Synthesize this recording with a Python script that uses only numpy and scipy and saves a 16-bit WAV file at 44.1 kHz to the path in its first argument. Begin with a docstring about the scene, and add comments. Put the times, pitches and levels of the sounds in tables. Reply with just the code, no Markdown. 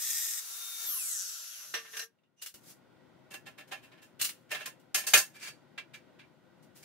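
"""Angle grinder and bench work

A cordless angle grinder ends its cut in a steel rod, runs free, is braked and set down on a steel bench.
Then the rod, its clamp and a pair of pliers click, knock and slide; the background steps up on the way.
Grinder: shaped noise and sines on multiples of the rotor rate; braking adds a falling howl of noise bands.
Contacts: bursts of band noise, beside resonators struck by white noise of the same rise and fall.
A short echo, low rumble, murmur and hiss make the small workshop.
"""
import sys
import numpy as np
from scipy import signal
from scipy.fft import rfft, irfft
from scipy.io import wavfile

SR = 44100
rng = np.random.default_rng(int(sys.argv[2]) if len(sys.argv) > 2 else 0)


def unload_wav(signal):
    """Save mono or channel-first audio to the path in sys.argv[1] as 16-bit WAV at rate SR, clipped to [-1, 1]."""
    wavfile.write(
        sys.argv[1],
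        SR,
        np.round(np.clip(np.atleast_2d(signal).T, -1, 1) * 32767).astype(np.int16),
    )


N = 301644
T_S = np.arange(N) / SR
HZ = np.maximum(np.fft.rfftfreq(N, 1 / SR), 1)

# Spectra give shape only: wide_noise() scales to rms 1.
# faint steady murmur of the building: f/Hz, density/dB
STILL_SPECTRUM = [(50, -50.5), (100, -17), (190, -4.5), (360, -13), (1000, -22.5), (2250, -35.5),
                  (6000, -44.5), (12000, -77)]
# early rumble and later room murmur: f/Hz, density/dB
LOW_SPECTRUM = [(15, -52.5), (25, -41.5), (127, -9), (344, -8), (427, -20), (516, -11.5), (936, -11.5),
                (1020, -14), (1190, -18), (1520, -12.5), (1700, -24), (1890, -19.5), (2480, -23),
                (3520, -24), (16000, -53.5)]
# resonances of the same: f/Hz, width/Hz, peak/dB
LOW_PEAKS = [(140.1, 55, 7.5), (170, 60, 4.5), (253, 47, 6.5), (370, 20, 9.5), (410, 60, 8.5),
             (513, 17, 10.5), (625, 15, 7.5), (1010, 1.1, 10), (1425, 1.1, 16), (1920, 59, 6.5)]
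# low rumble of the cut and grinder, with room murmur, up to STEP_S: t/s, level/dB
EARLY_RUMBLE_LEVEL = [(0, -70), (.17, -72.5), (.24, -93), (.8, -85.5), (.9, -67), (1.0, -79.5),
                      (1.6, -97.5), (1.7, -70), (2.05, -78.5)]
STILL_DB, ROOM_AFTER_DB = -86.5, -62.5
HISS_BEFORE_DB, HISS_AFTER_DB = -94, -83
STEP_S = 2.541  # background steps up
ECHO_DB, ECHO_T60_S = -5, 0.068

# microphone pair, likeness of noise: f/Hz, left-right likeness/1
LIKENESS = [(60, .5), (250, 0.35), (1000, 0.38), (2000, 0.65), (4000, 0.067), (12000, 0.028)]
# microphone pair, colour: f/Hz, left over right/dB
LEAN = [(60, -1.5), (110, 10), (200, 6), (380, 8), (700, 2), (1290, 0), (2380, -2), (4400, 2), (8120, 1.5),
        (15000, 3.5)]
CUTOFF_HZ, HEADROOM = 15700, .95

# heavy blows to the bench: t/s, level/dB
THUMPS = [(1.742, -74.5), (2.543, -60), (4.215, -49.5), (4.518, -64), (5.135, -55), (5.18, -46)]

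# Contact columns: t/s, 1.2-4 kHz level/dB, 4-9 kHz level/dB, rise/s, fall by 40 dB/s
# grinder set down: contact columns
GRINDER_DOWN = [(1.7404, -32, -42, 0.0027, .14), (1.8486, -54.5, -63, .004, 0.28),
                (1.937, -47, -70, 0.013, 0.095), (1.9698, -39.5, -39.5, 0.0068, 0.05),
                (1.994, -42, -40.5, 0.006, 0.076), (2.0224, -48, -74, 0.0037, 0.047)]
# notched rod bent until it breaks: contact columns
BEND = [(2.187, -88, -105, 0.003, 0.04533), (2.235, -85.5, -100, .005, 0.096),
        (2.39, -82.5, -74.5, 0.038, 0.23)]
# rod: contact columns
ROD = [(2.4224, -51, -42.5, 0.011, 0.098), (2.4617, -51, -43.5, .0033, 0.088),
       (2.5418, -62.5, -53, 0.0028, 0.12), (4.198, -45, -45.5, 0.0085, 0.23),
       (4.2145, -37.5, -29.5, .004, 0.093), (4.2467, -45, -33, 0.0072, 0.08),
       (4.293, -45, -43.5, 0.007, 0.044), (4.7985, -79, -71.5, .0045, .13)]
# clamp screw turned loose: contact columns
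TWISTS = [(3.3117, -54, -54.5, 0.012, 0.14), (3.3413, -47.5, -49.5, 0.0095, 0.08),
          (3.467, -50.5, -57.5, 0.016, 0.11), (3.584, -51.5, -58, 0.013, 0.11),
          (3.608, -61, -74, 0.0073, 0.062), (3.679, -68, -65, 0.0077, 0.16),
          (3.721, -41, -51.5, .015, 0.11), (3.8344, -62, -67, 0.022, 0.17),
          (3.9195, -61, -79, 0.0079, 0.15), (3.9787, -68, -83, .008, .22), (4.0254, -65, -61.5, .014, 0.14)]
# clamp lifted out and laid down: contact columns
CLAMP = [(4.4957, -60, -69, .009, 0.03), (4.5092, -46.5, -50.5, .009, 0.091),
         (4.5166, -39.5, -44.5, .005, 0.18), (4.5494, -42.5, -56, .009, 0.06),
         (4.6074, -47.5, -58, .018, .13), (4.6593, -42.5, -40, .005, 0.082),
         (4.9461, -32.5, -26.5, .004, .13), (4.9824, -51.5, -41.5, .008, 0.096),
         (5.0394, -48, -54.5, .007, 0.027), (5.0686, -41, -31, .004, 0.18),
         (5.137, -17.5, -18, .003, 0.095), (5.1774, -39, -24, .008, 0.091)]
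# pliers: contact columns
PLIERS = [(5.3592, -57.5, -59.5, 0.038, 0.089), (5.3901, -70, -82, .006, 0.3),
          (5.7798, -39.5, -66, .005, 0.081), (5.9419, -50.5, -57, .012, 0.1),
          (6.1946, -56, -95, 0.011, 0.12), (6.8294, -62, -57.5, .007, .09)]
# pliers dragged: contact columns
SLIDES = [(5.425, -54, -49.5, 0.05, 0.18), (5.471, -48.5, -50, 0.083, 0.072)]
# soft rustles that hardly ring: contact columns
BRUSHES = [(2.69, -63.5, -56, 0.11, 0.11), (6.63, -73, -69, 0.013, .12), (6.761, -65, -60.5, 0.02, 0.36)]

# Ring columns: f/Hz, width/Hz, relative level/dB
# grinder body: ring columns
GRINDER_RING = [(456, 14, 3.5), (1164, 20, 6.5), (1616, 27, -6.5), (1817, 86, 0), (2780, 77, -4),
                (3240, 240, -22), (4084.5, 22, 2.5), (4312.5, 53, -2.5), (5000, 38, 1), (5736, 53, 11.5),
                (7700, 43, -8), (9100, 83, -25), (10000, 52, 2), (11000, 46, -8)]
# bent rod: ring columns
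BEND_RING = [(2840, 100, 0.5), (3560, 76, -9), (5150, 120, 0), (6000, 90, 17)]
# rod: ring columns
ROD_RING = [(2920, 200, 3.5), (3480, 240, -1.5), (4130, 138, 2), (5092, 83.36, -23), (6000, 130, -8),
            (6940, 530, 1), (8670, 180, 0), (9040, 70, -11.5), (10860, 99, 0.5), (11660, 160, -3),
            (13920, 250, -6)]
# clamp: ring columns
CLAMP_RING = [(420, 13, -21), (640, 24, -3.5), (789, 39, 4), (1043, 27, 2.5), (1376.7, 22, -9.5),
              (1568.6, 15, -9), (1709, 26, 2.5), (1800, 30, -5.5), (2122.5, 64, -5), (2270.1, 40, -5),
              (2454, 40, -2.5), (2695, 30, -2.5), (3031, 62, -3), (3692.5, 60, -13), (4542.8, 74, -6),
              (4960, 190, -8), (6280, 55, -2.5), (6590, 54, -1), (8140, 30, -6.5), (8830, 50, -3.5),
              (8940, 79, -7), (11600, 99, -5)]
# pliers: ring columns
PLIERS_RING = [(1060, 60, -13.5), (1707, 50, -1.5), (2110, 51, -8), (2337, 64, 1.5), (2680, 60, -8.5),
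               (2985, 63, -15.5), (3790, 63, -17.5), (4530, 37, 7.5), (6400, 91, -2.5)]
SOFT_LOSS_DB_PER_DB = 0.39  # ring above 4 kHz lost per dB of softer touch

# Balance of each contact kind:
# bass over 1.2-4 kHz/dB, over 9 kHz against 4-9 kHz/dB, left over right/dB, relative ring/dB
GRINDER_TOUCH = (-14.5, -3.5, -1.5, -2.5)
BEND_TOUCH = (-2, -18, -2, 13)
ROD_TOUCH = (-16, 0, -0.5, -1)
TWIST_TOUCH = (-7, -1, -0.5, -2)
CLAMP_TOUCH = (-10.5, -1.5, -1.5, -1.5)
PLIERS_TOUCH = (-14, -4, -1, 2)
SLIDE_TOUCH = (-14, -8, -.5, 3)
BRUSH_TOUCH = (-8, 0.5, -1, -20)

LOADED_TURNS_PER_S, FREE_TURNS_PER_S, CREEP_TURNS_PER_S = 415.8, 425.3, 30
CUT_END_S, BRAKE_S, FRICTION_S = .392, .862, 1.52
SPIN_UP_TAU_S, BRAKING_TAU_S = .025, .375
FRICTION_TURNS_PER_S2 = 92  # bearing friction near standstill
TONES_END_S = 2.2

# disc grit: f/Hz, density/dB
GRIT_SPECTRUM = [(120, -50), (300, -35), (570, -41.5), (1000, -43), (1800, -14), (2600, -14), (3150, -17.5),
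                 (3700, -9.5), (4600, -16.5), (5100, -7.5), (6500, -4.5), (9000, -8), (13500, -7.5),
                 (16000, -14.5)]
# disc and rod under the cut: f/Hz, width/Hz, peak/dB
DISC_PEAKS = [(1857, 30, 14), (1905, 30, 11), (3601, 25, 11), (3747, 25, 8), (5001, 30, 10), (5720, 35, 12),
              (6580, 40, 9), (6670, 60, 9), (7480, 40, 10), (13300, 70, 10), (13745, 70, 10)]
# throb of the cut: multiple of rotor rate/1, relative level/dB
THROB_ORDERS = [(1, -41), (2, -25.5), (3, -28), (4, -19.5), (5, -16.5), (6, -18.5), (7, -15.5), (8, -12),
                (9, -16), (10, -10), (11, -33), (12, 1.5), (13, -1.5), (14, -14), (15, -0.5), (16, -4.5),
                (17, -4.5), (18, -5), (19, -2.5), (20, 3.5), (21, -9), (22, -3.5), (23, -12), (24, -24),
                (25, -4), (26, -5.5), (27, -7), (28, 0), (29, -5.5), (30, -7), (31, -9), (32, -9.5),
                (33, -6), (34, -7), (35, -5), (36, -14), (37, -10)]
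CUT_DB, THROB_DB, CUT_RELEASE_DB_PER_S = -37.5, -15, 900

# air and gear rush: t/s, level/dB
RUSH_LEVEL = [(0, -42.5), (.45, -43), (.75, -41), (.85, -36.5), (.87, -38.5), (1.3, -44), (1.5, -45.5),
              (1.75, -50), (1.87, -59.5), (1.95, -49), (2.04, -49), (2.1, -95), (2.2, -120)]
# rush at full speed: f/Hz, density/dB
RUSH_FAST_SPECTRUM = [(88, -87), (150, -51), (361, -56), (422, -22), (545, -53.5), (612, -32.5),
                      (1390, -17), (2060, -18.5), (3350, -15.5), (3550, -13.5), (3840, -10.5),
                      (11300, -9.5), (16000, -11)]
# rush near standstill: f/Hz, density/dB
RUSH_SLOW_SPECTRUM = [(88, -64), (150, -30.5), (448, -29), (514, -25), (662, -22), (1020, -23.5),
                      (1420, -2), (2270, -17), (2650, -5), (6020, 2.5), (8730, -4.5), (11700, 3),
                      (16000, -11.5)]
# guard and housing: f/Hz, width/Hz, peak/dB before the exponents in rush()
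HOUSING_PEAKS = [(644.6, 200, 17.5), (1370, 190, 11.5), (3083, 1800, 1.5), (5920, 170, 16), (6480, 400, 10),
                 (7440, 200, 8.5), (10240, 140, 13), (11600, 300, 8.5), (15170, 360, 3)]

# gear and winding tones: t/s, level/dB
WHINE_LEVEL = [(0, -63), (.42, -61), (.61, -49), (.86, -47), (.9, -51), (1.2, -57), (1.6, -60), (1.72, -66),
               (1.8, -99)]
# gear and winding tones: multiple of rotor rate/1
GEAR_ORDERS = [1, 2, 3.254, 5.354, 8.608, 17.22, 25.82, 27.02, 34.43, 51.65, 60.26]
# one row per order: driven level/dB, braked level/dB, casing resonance f/Hz, width/octaves
GEAR_BALANCE = [(-38, -50, 400, 1), (-34, -50, 800, 1), (-16, -12, 1150, .25), (-18, -40, 2200, 1),
                (0, 0, 2700, .95), (-19, -3, 3950, .33), (-11, 3, 7350, .12), (-15, -40, 11000, 1),
                (-12, -1, 2950, .25), (-40, 9, 7500, .15), (-40, 8, 7300, .1)]

# brake howl: t/s, level/dB
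HOWL_LEVEL = [(0, -90), (.84, -55), (.87, -36.5), (1.15, -44), (1.25, -44.5), (1.5, -53.5), (1.65, -53),
              (1.85, -100)]
# howl bands: multiple of rotor rate/1, width/Hz, relative level/dB
HOWL_BANDS = [(33.0, 1500, 1.5), (45.0, 2200, -5), (65.0, 2500, -10)]
# body lit up by the howl: f/Hz, width/Hz, peak/dB
HOWL_BODY = [(5800, 350, 11), (6600, 500, 9), (7900, 700, 12), (10100, 450, 12), (12000, 1100, 12),
             (15300, 800, 8)]
KNOCK_SCALE_DB, KNOCK_SHARPNESS = 8.0, 3.0  # gain swings over -0.5 to 1.5 times the scale
KNOCK_START_S, KNOCK_END_S = 1.08, 1.22


def amp(db):
    """dB to gain."""
    return 10 ** (np.asarray(db) / 20)


def rms_one(x):
    """Scale to rms 1."""
    return x / np.sqrt(np.mean(x ** 2) + 1e-20)


def in_time(rows):
    """Level of a (t, level) table at every sample."""
    t_s, level = np.transpose(rows)
    return np.interp(T_S, t_s, level)


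def at_hz(points, hz):
    """Spectrum interpolated over log frequency."""
    points_hz, values = np.transpose(points)
    return np.interp(np.log(hz), np.log(points_hz), values)


def bumps(peaks, hz):
    """Gain of a body: flat plus its resonances, added in power."""
    power = 1
    for peak_hz, width_hz, db in peaks:
        power = power + (amp(2 * db) - 1) / (1 + ((hz - peak_hz) / width_hz * 2) ** 2)
    return np.sqrt(power)


def drift(knots_per_s):
    """Random wander: unit normal knots joined by straight lines."""
    knots = rng.standard_normal(int(N / SR * knots_per_s) + 2)
    return np.interp(T_S * knots_per_s, np.arange(len(knots)), knots)


def wide_noise(gain, grain=1):
    """Stereo noise of rms 1 with a spectral gain, a time grain and the pair's likeness."""
    mid, side = rfft(rng.standard_normal((2, N)) * grain)
    alike = np.clip(at_hz(LIKENESS, HZ), 0, 1)
    pair = np.sqrt(1 + alike) * mid + np.sqrt(1 - alike) * side * [[1], [-1]]
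    return rms_one(irfft(gain * pair, N))


def background():
    """Building murmur, resonant low noise (early rumble, later room murmur) and microphone hiss."""
    after = T_S > STEP_S
    still = amp(STILL_DB) * wide_noise(amp(at_hz(STILL_SPECTRUM, HZ)))
    low = wide_noise(amp(at_hz(LOW_SPECTRUM, HZ)) * bumps(LOW_PEAKS, HZ))
    low *= amp(np.where(after, ROOM_AFTER_DB, in_time(EARLY_RUMBLE_LEVEL)) + drift(3.6))
    hiss = amp(np.where(after, HISS_AFTER_DB, HISS_BEFORE_DB)) * rng.standard_normal((2, N))
    return still + low + hiss


def workshop(x):
    """Short dense echo: each channel convolved with its own decaying noise."""
    t_s = np.arange(SR // 4) / SR
    tail = wide_noise(1)[:, :len(t_s)] * amp(-60 * t_s / ECHO_T60_S) * (t_s > .004)
    tail /= np.sqrt(np.sum(tail ** 2, axis=1, keepdims=True))
    return amp(ECHO_DB) * signal.fftconvolve(x, tail, axes=1)[:, :N]


def thumps():
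    """Heavy blows shake the bench: a 125 Hz swing that dies within a few cycles."""
    clicks = np.zeros(N)
    for at_s, db in THUMPS:
        clicks[int(at_s * SR)] = amp(db)
    t_s = np.arange(SR // 8) / SR
    swing = np.sin(2 * np.pi * 125 * t_s) * np.exp(-t_s / 0.007)
    return np.convolve(clicks, swing)[:N]


def ring_mode(hz, width_hz, push):
    """One body mode: a two-pole resonator; its width sets the decay."""
    r = np.exp(-np.pi * width_hz / SR)
    edge = np.sqrt(1 - r * r)
    poles = [1, -2 * r * np.cos(2 * np.pi * hz / SR), r * r]
    return signal.lfilter([edge, 0, -edge], poles, push + 1e-18) * .5


def contacts(events, touch, modes, bands):
    """Each touch: band noise that falls steeply then slower, beside modes struck by like-shaped white noise."""
    out, push_level = np.zeros((2, N)), np.zeros((len(modes), 2, N))
    t_s = np.arange(SR // 2) / SR
    chance_db = rng.standard_normal((len(events), len(modes)))
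    bass_db, top_db, pan_db, ring_db = touch
    pan = amp([[pan_db / 2], [-pan_db / 2]])
    for (at_s, mid_db, high_db, rise_s, fall_s), event_chance_db in zip(events, chance_db):
        at = int((at_s - 0.8 * rise_s) * SR)
        span = slice(at, at + len(t_s))
        fall = amp(-40 * (np.maximum(t_s - rise_s, 0) / fall_s) ** 0.84)
        shape = np.clip(t_s / rise_s, 0, 1) ** 1.4 * fall
        sides = pan * shape[:N - at]
        levels_db = [mid_db + bass_db, mid_db, high_db, high_db + top_db]
        out[:, span] += sides * np.tensordot(amp(levels_db), bands[:, :, span], 1)
        for k, (hz, _, db) in enumerate(modes):
            # a mode takes the level of its band; soft touches hardly wake high modes
            mode_db = levels_db[np.searchsorted([1200, 4000, 9000], hz)]
            mode_db += SOFT_LOSS_DB_PER_DB * min(mid_db + 25.5, 0) * (hz > 4000)
            push_level[k, :, span] += sides * amp(mode_db + ring_db + db + event_chance_db[k])
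    white = wide_noise(1)
    for (hz, width_hz, _), level in zip(modes, push_level):
        out += ring_mode(hz, width_hz, level * white)
    return out


def bench():
    """All touched bodies; their bursts share four bands of uneven chatter."""
    edges_hz = [(320, 1200), (1200, 4000), (4000, 9000), (9000, 17000)]
    grain = amp(1.4 * drift(500))
    bands = []
    for low_hz, high_hz in edges_hz:
        gain = 1 / np.sqrt((1 + (low_hz / HZ) ** 10) * (1 + (HZ / high_hz) ** 10))
        bands.append(wide_noise(gain, grain))
    kinds = [(BRUSHES, BRUSH_TOUCH, BEND_RING), (SLIDES, SLIDE_TOUCH, PLIERS_RING),
             (PLIERS, PLIERS_TOUCH, PLIERS_RING), (CLAMP, CLAMP_TOUCH, CLAMP_RING),
             (TWISTS, TWIST_TOUCH, CLAMP_RING), (ROD, ROD_TOUCH, ROD_RING),
             (BEND, BEND_TOUCH, BEND_RING), (GRINDER_DOWN, GRINDER_TOUCH, GRINDER_RING)]
    bands = np.array(bands)
    return sum(contacts(events, touch, modes, bands) for events, touch, modes in kinds)


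def rotor():
    """Turns per s: held down by the cut, recovering when free, dying away under brake and friction."""
    recovery = np.exp(-np.maximum(T_S - CUT_END_S, 0) / SPIN_UP_TAU_S)
    driven = FREE_TURNS_PER_S - (FREE_TURNS_PER_S - LOADED_TURNS_PER_S) * recovery
    braking = np.exp(-np.maximum(T_S - BRAKE_S, 0) / BRAKING_TAU_S)
    braked = CREEP_TURNS_PER_S + (driven - CREEP_TURNS_PER_S) * braking
    return np.maximum(braked - FRICTION_TURNS_PER_S2 * np.maximum(T_S - FRICTION_S, 0), 0)


def tones(orders, levels, turns_per_s, flutter):
    """Sines on multiples of the rotor rate, with a phase offset between the microphones."""
    angle, out = 2 * np.pi * np.cumsum(turns_per_s) / SR, 0
    for multiple, level in zip(orders, levels):
        audible = multiple * turns_per_s < CUTOFF_HZ
        phase = rng.uniform(0, 2 * np.pi) + rng.normal() * np.array([[0], [1]])
        sine = np.sqrt(2) * np.sin(multiple * angle + phase)
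        out = out + level * flutter() * audible * sine
    return out


def howl(turns):
    """Noise bands on high rotor orders sweep down through the resonances; for a while one burst a turn."""
    out, angle = 0, 2 * np.pi * np.cumsum(turns) / SR
    for multiple, width_hz, db in HOWL_BANDS:
        band = wide_noise(1 / (1 + (HZ / width_hz) ** 4))
        out = out + amp(db) * band * np.sin(multiple * angle) * (multiple * turns < SR / 2)
    knock_times_s = [KNOCK_START_S - .06, KNOCK_START_S, KNOCK_END_S, KNOCK_END_S + 0.051]
    scale_db = KNOCK_SCALE_DB * np.interp(T_S, knock_times_s, [0, 1, 1, 0])
    burst = np.exp(KNOCK_SHARPNESS * (np.cos(angle + 0.26 * drift(90)) - 1))
    out = out * amp(scale_db * (2 * burst - 0.5))
    out = irfft(rfft(out) * bumps(HOWL_BODY, HZ), N) * 0.49
    return amp(in_time(HOWL_LEVEL)) * out


def gear_whine(turns):
    """Gear and winding tones; braking current shifts their balance and each peaks at a casing resonance."""
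    on = int(TONES_END_S * SR)
    braked = np.clip((T_S[:on] - BRAKE_S) / .04, 0, 1)
    levels = []
    for multiple, (driven_db, braked_db, hz, width_oct) in zip(GEAR_ORDERS, GEAR_BALANCE):
        nearness = np.exp(-(np.log2(multiple * turns[:on] / hz) / width_oct) ** 2)
        levels.append((1 - braked) * amp(driven_db) + braked * amp(braked_db) * nearness)
    out = np.zeros((2, N))
    out[:, :on] = tones(GEAR_ORDERS, levels, turns[:on], lambda: amp((2.5 + 1.6 * braked) * drift(35)[:on]))
    return amp(in_time(WHINE_LEVEL)) * out


def rush(turns):
    """Air and gear noise through the housing; its spectrum crossfades as the fan slows."""
    fast = np.clip(turns / 425, 0, 1) ** 1.5
    housing = bumps(HOUSING_PEAKS, HZ)
    out = np.sqrt(fast) * wide_noise(amp(at_hz(RUSH_FAST_SPECTRUM, HZ)) * housing ** 0.53)
    out += np.sqrt(1 - fast) * wide_noise(amp(at_hz(RUSH_SLOW_SPECTRUM, HZ)) * housing ** 0.51)
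    return amp(in_time(RUSH_LEVEL) + drift(9.2)) * out


def cut(turns):
    """Disc on steel: unevenly tearing grit noise plus a throb on rotor orders, until the cut ends."""
    on = int(TONES_END_S * SR)
    out = wide_noise(amp(at_hz(GRIT_SPECTRUM, HZ)) * bumps(DISC_PEAKS, HZ), amp(3.9 * drift(900)))
    orders, order_db = np.transpose(THROB_ORDERS)
    unsteady_turns = (turns * (1 + .002 * drift(30)))[:on]
    throb = tones(orders, amp(order_db), unsteady_turns, lambda: amp(3.2 * drift(15))[:on])
    out[:, :on] += amp(THROB_DB) * throb
    level_db = CUT_DB - np.clip(CUT_RELEASE_DB_PER_S * (T_S - CUT_END_S), 0, 100)
    return amp(level_db + drift(11)) * out


def grinder():
    """Howl, whine, rush and cut, tied to one rotor speed."""
    turns = rotor()
    return howl(turns) + gear_whine(turns) + rush(turns) + cut(turns)


def scene():
    """Bench and grinder with their echo, over the background."""
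    near = thumps() + bench() + grinder()
    return background() + workshop(near) + near


def record(dry):
    """Microphone pair: opposite colour per side, soft peak rounding, steep low-pass."""
    lean = amp(at_hz(LEAN, HZ) / 2 * np.array([[1], [-1]]))
    coloured = irfft(rfft(dry) * lean, N)
    rounded = HEADROOM * np.tanh(coloured / HEADROOM)
    low_pass = signal.ellip(12, .5, 50, CUTOFF_HZ, fs=SR, output="sos")
    return signal.sosfilt(low_pass, rounded)


dry = scene()
out = record(dry)
unload_wav(out)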